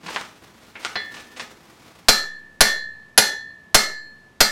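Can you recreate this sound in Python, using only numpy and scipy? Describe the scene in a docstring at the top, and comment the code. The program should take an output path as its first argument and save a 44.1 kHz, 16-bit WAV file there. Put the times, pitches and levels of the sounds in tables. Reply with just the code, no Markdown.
"""A smith steps up to his anvil in a wooden shop, over the soft rush of the forge fire: filtered noise.
As he lays hot iron on it and picks up his hammer, knocks sound as damped resonances, and grit scrapes in random grains.
Amid these comes one light blow; a faint gritty bed fades from just before the first hard blow.
Five hard blows follow: each is a noisy crack, a dull thud and a sum of ringing steel modes, echoed by the room.
The blows overload the microphone, and its gain control ducks and recovers."""
import sys
import numpy as np
from scipy import signal
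from scipy.fft import rfft, irfft
from scipy.io import wavfile
from scipy.ndimage import uniform_filter1d

SR = 44100
rng = np.random.default_rng(int(sys.argv[2]) if len(sys.argv) > 2 else 0)


def master(y):
    """Save y as 16-bit WAV."""
    cut = np.clip(np.atleast_2d(y).T, -1, 1)
    pcm = np.round(cut * 32767)  # scale
    wavfile.write(sys.argv[1], SR, pcm.astype(np.int16))


N = 199266
TIME = np.arange(N) / SR


def from_db(db):
    """Decibels to gain."""
    return 10 ** (np.asarray(db) / 20)


def rms_one(x):
    """Scale to rms 1."""
    return x / np.sqrt(np.mean(x ** 2) + 1e-20)


def at_hz(points, hz):
    """Read a table on a log-frequency axis."""
    known_hz, values = np.transpose(points)
    return np.interp(np.log(np.maximum(hz, 1)), np.log(known_hz), values)


def fade(t, t60):
    """Exponential decay that starts at t = 0 and falls 60 dB in t60 seconds."""
    return (t >= 0) * np.exp(-np.log(1000) * np.maximum(t, 0) / t60)


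def low_pass(x, hz, order=2):
    """Butterworth low-pass."""
    return signal.sosfilt(signal.butter(order, min(hz, .48 * SR), fs=SR, output="sos"), x + 1e-18)


def colour(x, spectrum, size=4096):
    """Causal (minimum-phase) filter of unit energy with the given spectrum."""
    hz = np.fft.rfftfreq(size, 1 / SR)
    cepstrum = irfft(np.log(from_db(at_hz(spectrum, hz))))
    # folding the cepstrum forward makes the filter minimum-phase
    cepstrum[1:size // 2] *= 2
    cepstrum[size // 2 + 1:] = 0
    response = irfft(np.exp(rfft(cepstrum)))
    return signal.fftconvolve(x, response / np.linalg.norm(response))[:len(x)]


def even_out(response, width_hz):
    """Level the broad humps of a random response and keep its fine ripple; unit energy."""
    bins = max(3, int(width_hz * len(response) / SR))
    power = uniform_filter1d(np.abs(rfft(response)) ** 2, bins)
    hz = np.fft.rfftfreq(len(response), 1 / SR)
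    inverse_db = -10 * np.log10(power + 1e-12)
    even = colour(response, np.column_stack([hz, inverse_db])[1:])
    return even / np.linalg.norm(even)


def ring(t, hz, t60):
    """One struck mode: a decaying sine whose envelope starts at 1."""
    return np.sin(2 * np.pi * hz * t) * fade(t, t60)


def add(track, s, sound):
    """Mix a sound into a track at time s."""
    start = round(s * SR)
    track[start:start + len(sound)] += sound[:N - start]


def contact(t, crunch_t60, crunch_db):
    """A sharp click followed by a short noisy crunch, as of crumbling scale; unit energy."""
    crunch = rng.standard_normal(len(t)) * fade(t, crunch_t60)
    push = from_db(crunch_db) * crunch / np.linalg.norm(crunch)
    push[0] = 1
    return even_out(push, width_hz=600)


# Spectrum of the fire's rush. Each row: frequency in Hz, relative level in dB.
FORGE_SPECTRUM = [(15, -78.5), (25, -31.5), (42, -1), (87, 2.5), (242, 3), (309, -2), (335, 0), (516, -5),
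                  (1100, -8), (1740, -13), (2220, -13.5), (6380, -23), (13600, -33), (16000, -46)]
FORGE_DB = -55


def forge():
    """The steady rush of the fire: noise through a filter that falls towards the treble."""
    return from_db(FORGE_DB) * colour(rng.standard_normal(N), FORGE_SPECTRUM)


# Reverberation of the shop. Each row: band centre in Hz, time to fall 60 dB in seconds.
SHOP_DECAY = [(100, 0.25), (400, 0.39), (1200, 0.34), (3000, 0.29), (6000, 0.32), (10000, 0.24),
              (15000, 0.25)]


def shop_response(early_db, early_s, tail_db, gap_s):
    """Direct sound, a cluster of near-wall reflections and a tail where each band dies at its own rate; unit energy."""
    t = TIME[:SR * 3 // 4]
    hz = np.fft.rfftfreq(len(t), 1 / SR)
    white = rfft(rng.standard_normal(len(t)))
    centres = [centre for centre, t60 in SHOP_DECAY]
    tail = np.zeros(len(t))
    # each band takes its share of one noise; neighbouring bands cross-fade
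    for share, (centre, t60) in zip(np.eye(len(centres)), SHOP_DECAY):
        band = irfft(white * at_hz(list(zip(centres, share)), hz), len(t))
        tail += band * fade(t, t60)
    tail *= t > gap_s
    # sparse random reflections
    early = rng.standard_normal(len(t)) * (rng.random(len(t)) < .15)
    early *= (t > gap_s) * np.exp(-(t / early_s) ** 4)
    response = from_db(early_db) * early / np.linalg.norm(early)
    response += from_db(tail_db) * tail / np.linalg.norm(tail)
    response[0] = 1  # direct sound
    return even_out(response, width_hz=90)


def stroke(s, length_s, attack_s, release_t60):
    """Envelope that rises, holds and dies away."""
    rise = np.clip((TIME - s) / attack_s, 0, 1)
    return rise * fade(np.maximum(TIME - s - length_s, 0), release_t60)


# Soles and iron scraping, one row a stroke.
# Each row: start in seconds, length of rise and hold in seconds, level in dB.
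SCRAPE_STROKES = [(0.025, 0.033, -41), (0.082, 0.015, -35), (0.116, 0.02, -33.5), (0.781, 0.13, -40),
                  (1.101, 0.088, -43.5), (1.355, 0.045, -39)]
# Spectrum of grit. Each row: frequency in Hz, relative level in dB.
GRIT_SPECTRUM = [(80, -11.5), (250, 4.5), (600, -1), (1200, -1), (2700, -6.5), (4500, -8.5), (7000, -13.5),
                 (10000, -18), (15500, -22)]
SCRAPE_ATTACK_S, SCRAPE_RELEASE_T60 = 0.016, 0.37
# a faint gritty bed that fades from just before the first hard blow
BED_DB, BED_FADE_S, BED_FADE_T60 = -51.5, 1.95, 1.9
# within a stroke: rate of the catches, their level and the level of the grit
CATCHES_PER_S, CATCH_DB, STROKE_GRIT_DB = 560, -1, -8.5


def scrapes(grains_per_s, spread_db):
    """Grit catches and lets go in grains of very uneven size, in each stroke and in a faint bed beneath."""
    spread = from_db(spread_db * np.minimum(rng.exponential(1, N), 4))
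    sizes = spread * rng.standard_normal(N)
    grains = sizes * (rng.random(N) < grains_per_s / SR)
    grit = rms_one(colour(grains, GRIT_SPECTRUM))
    # firm strokes catch on the iron and take on its brighter colour
    catches = sizes * (rng.random(N) < CATCHES_PER_S / SR)
    iron = rms_one(colour(catches, KNOCK_SPECTRUM))
    strokes = sum(from_db(db) * stroke(s, length_s, SCRAPE_ATTACK_S, SCRAPE_RELEASE_T60)
                  for s, length_s, db in SCRAPE_STROKES)
    bed = from_db(BED_DB) * fade(np.maximum(TIME - BED_FADE_S, 0), BED_FADE_T60)
    return bed * grit + strokes * (from_db(STROKE_GRIT_DB) * grit + from_db(CATCH_DB) * iron)


# A footfall, then tongs and tools knocking. Each row: start in seconds, level in dB, resonance in Hz,
# resonance width in Hz, resonance boost in dB, cut-off in Hz,
# sharp tick in dB relative to the level (before its lift in the mix).
KNOCKS = [(0.0334, -20, 159, 19, 39, 9500, -20), (0.0645, -9.5, 690, 310, -5, 7800, -11),
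          (0.083, -9.5, 980, 510, 10.5, 8000, -12), (0.1615, -0.5, 1230, 630, 9, 3700, 0),
          (0.213, -14, 1110, 300, 3, 10500, 0.5), (0.755, -9.5, 2210, 920, 5.5, 2540, -28),
          (0.8492, 0.5, 1430, 145, 11, 10900, -3), (1.1681, -15, 2770, 600, 3, 7400, -7),
          (1.364, -12.5, 2600, 600, -10, 6950, -26), (1.397, -2.5, 1780, 400, -4, 8000, -14)]
# Spectrum of the knocks, also heard in the scrapes. Each row: frequency in Hz, relative level in dB.
KNOCK_SPECTRUM = [(60, -16), (200, -0.5), (500, 5), (1300, 7.5), (2800, 7), (5000, 2.5), (9000, -6.5),
                  (15500, -35)]
# each knock rebounds once
REBOUND_S, REBOUND_DB = .008, -6


def knocks():
    """Clacks, each with one damped resonance and a rebound, and the sharp ticks of their first touch."""
    t = TIME[:SR // 4]
    clacks, ticks = np.zeros((2, N))
    tick = colour(1.0 * (t == 0), KNOCK_SPECTRUM)
    for s, db, hz, width_hz, boost_db, cut_hz, tick_db in KNOCKS:
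        body = signal.iirpeak(hz, hz / width_hz, fs=SR)
        for lag_s, loss_db in ((0, 0), (REBOUND_S, REBOUND_DB)):
            clack = colour(contact(t, crunch_t60=0.007, crunch_db=8), KNOCK_SPECTRUM)
            resonance = from_db(boost_db) * signal.lfilter(*body, clack)
            add(clacks, s + lag_s, from_db(db + loss_db) * low_pass(clack + resonance, cut_hz))
        add(ticks, s, from_db(db + tick_db) * low_pass(tick, cut_hz))
    return clacks, ticks


def waver(t, hz, count=22):
    """Slow complex random drift, stronger for short waves up to 4 kHz."""
    knots = np.linspace(0, t[-1], count)
    real, imaginary = rng.standard_normal((2, count))
    return np.interp(t, knots, real + 1j * imaginary) * min(hz / 4000, 1)


def steel_mode(t, hz, t60, waver_depth, bloom, bloom_s):
    """A decaying tone that reflections build up, and that swells and sags at random as if the smith moved."""
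    # bloom_s holds at 1750 Hz; higher modes build up faster
    build_up = 1 - np.clip(bloom, 0, 1) * np.exp(-t * hz / 1750 / bloom_s)
    swell = build_up * (1 + waver_depth * waver(t, hz))
    return np.imag(swell * np.exp(2j * np.pi * hz * t)) * fade(t, t60)


# Anvil modes. Each row: frequency in Hz, level in dB struck on the heel, in dB struck in the middle,
# in dB struck at the edge, time to fall 60 dB in seconds before the loss by grip.
ANVIL_MODES = [(1736.5, -17, -19.5, -19, .96), (1799.5, -16, -16.5, -24, .82), (1987, -12, -19, -15, .38),
               (2130, -16, -27, -14, .42), (3424, -25, -26, -48, .6), (4104, -23, -15.5, -23, .53),
               (4258, -21, -15, -15.5, .63), (4468, -41, -23, -29, .43), (4728, -38, -21, -22, .44),
               (4856, -40, -26, -17, .34), (5085, -36, -26, -22, .32), (5583, -42, -32, -22, .3),
               (7430, -60, -33, -34, .26), (7520, -60, -36, -31, .5), (8199, -60, -39, -24, .28),
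               (8446, -60, -31, -36, .27), (12570, -58, -21, -28, .3)]
# iron pressed on the face: extra drive of the upper modes, and their extra loss
GRIP_DB, GRIP_LOSS_DB_PER_S = 7.5, 79.5


def anvil(t, ring_db, place, press):
    """The steel rings in many modes; the place struck sets their mix."""
    sound = np.zeros(len(t))
    for hz, *place_db, t60 in ANVIL_MODES:
        # iron pressed hard on the face drives the upper modes more and damps them sooner
        grip = np.clip(press, 0, 1) * np.clip(np.log2(hz / 2000), 0, 1)
        mode_db = ring_db + np.interp(place, np.arange(len(place_db)), place_db) + GRIP_DB * grip
        mode = steel_mode(t, hz, t60, waver_depth=.6, bloom=0.28, bloom_s=0.017)
        sound += from_db(mode_db - GRIP_LOSS_DB_PER_S * grip * t) * mode
    return sound


# Hammer on anvil. Each row: start in seconds, ring in dB, crack in dB (before the common lift),
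# place from 0 heel over 1 middle to 2 edge and beyond, press from 0 to 1, hammer head ring in dB,
# slow pressure offset of the overloaded microphone in dB.
HAMMER_BLOWS = [(0.9562, -15, -17, 0.0, 0.87, -71, -74), (2.0845, -4.5, 1, 1.06, 0.62, -58.5, -13.5),
                (2.6069, -2, 1, 0.68, 0.39, -2, -12.5), (3.177, -3.5, 1.5, 0.77, 0.4, 3.5, -48),
                (3.7450, -3, 1.5, 2.5, 0.08, -4.5, -13), (4.405, -5.5, -2, 1.43, 0.64, -44, -17)]
# Hammer head modes. Each row: frequency in Hz, relative level in dB, time to fall 60 dB in seconds.
HEAD_MODES = [(11050, -6.5, 0.077), (11130, -23, 0.26), (10900, -33, .18)]
# Dull resonances of block, floor and room. Each row: frequency in Hz, level in dB relative to the unlifted crack,
# time to fall 60 dB in seconds.
DULL_MODES = [(191.3, -26.5, 0.24), (216.2, -28.5, 0.3), (387.3, -20.5, 0.076), (422.8, -17.5, .14),
              (474.5, -17, 0.066), (560, -28.5, 0.34), (591, -28.5, .18), (660, -22, 0.13),
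              (743.5, -25, 0.24), (887, -17, .15), (1017, -33, 0.057), (1443, -19.5, 0.25),
              (1596, -26, 0.26)]
# Spectrum of the crack. Each row: frequency in Hz, relative level in dB.
CRACK_SPECTRUM = [(40, -20), (110, -6), (170, -8), (300, -5.5), (450, 0.5), (1000, -2), (1500, 2),
                  (2400, -2), (3500, -2.5), (4800, 2), (7000, -4), (10000, -9), (15500, -14.5)]
CRACK_LIFT_DB = 24
# cut-off of a full blow; below it the cut-off falls as a power of the force
CONTACT_HZ, CONTACT_POWER, FULL_BLOW_DB = 14000, 0.81, -3.5


def hammer():
    """Each blow gives a crack, a dull thud, the ring of anvil and hammer head, and a slow pressure offset."""
    t = TIME[:SR]
    cracks, rings, thuds, offsets = np.zeros((4, N))
    head = sum(from_db(db) * ring(t, hz, t60) for hz, db, t60 in HEAD_MODES)
    # neighbouring dull modes start in opposite directions
    thud = sum((-1) ** k * from_db(db) * ring(t, hz, t60) for k, (hz, db, t60) in enumerate(DULL_MODES))
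    offset = -low_pass(fade(t, t60=.2), hz=60)
    for s, ring_db, crack_db, place, press, head_db, offset_db in HAMMER_BLOWS:
        add(rings, s, anvil(t, ring_db, place, press))
        add(rings, s, from_db(head_db) * head)
        # a soft contact sounds duller
        force = from_db(min(crack_db - FULL_BLOW_DB, 0))
        crack = low_pass(contact(t, crunch_t60=.02, crunch_db=-2.5), CONTACT_HZ * force ** CONTACT_POWER, order=4)
        add(cracks, s, from_db(crack_db) * crack)
        add(thuds, s, from_db(crack_db) * thud)
        add(offsets, s, from_db(offset_db) * offset)
    return from_db(CRACK_LIFT_DB) * colour(cracks, CRACK_SPECTRUM), rings, thuds, offsets


# level at which the ring of the steel feeds the room
RING_ROOM_DB = -14


def scene():
    """All sources in the shop; the ring comes mostly straight, and thuds, ticks and fire come wholly so."""
    shop = shop_response(early_db=9, early_s=0.015, tail_db=4.0, gap_s=0.0018)
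    cracks, rings, thuds, offsets = hammer()
    clacks, ticks = knocks()
    scraping = scrapes(grains_per_s=1700, spread_db=4.5)
    sent = cracks + clacks + scraping + from_db(RING_ROOM_DB) * rings
    in_room = signal.fftconvolve(sent, shop)[:N]
    straight = rings + thuds + from_db(1.5) * ticks + forge()
    return (in_room + straight + offsets)[None]


def gain_control(x, threshold_db, attack_s, release_db_per_s):
    """The gain drops soon after a loud peak and creeps back."""
    over_db = np.maximum(20 * np.log10(np.abs(x) + 1e-9) - threshold_db, 0)
    # hold each peak, letting it fall at a steady rate
    creep_db = release_db_per_s * TIME
    held_db = np.maximum.accumulate(over_db + creep_db, axis=-1) - creep_db
    pole = np.exp(-1 / (attack_s * SR))
    return x * from_db(-signal.lfilter([1 - pole], [1, -pole], held_db))


CUTOFF_HZ = 15900


def record(dry):
    """Gain control, overload at full scale, a block against steady pressure, and a cut top."""
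    controlled = gain_control(dry, threshold_db=8.5, attack_s=0.014, release_db_per_s=48)
    clipped = np.clip(controlled, -1, 1)
    coupled = signal.sosfilt(signal.butter(1, 1.5, "high", fs=SR, output="sos"), clipped)
    return signal.sosfilt(signal.ellip(10, .1, 70, CUTOFF_HZ, fs=SR, output="sos"), coupled)


dry = scene()
out = record(dry)
master(out)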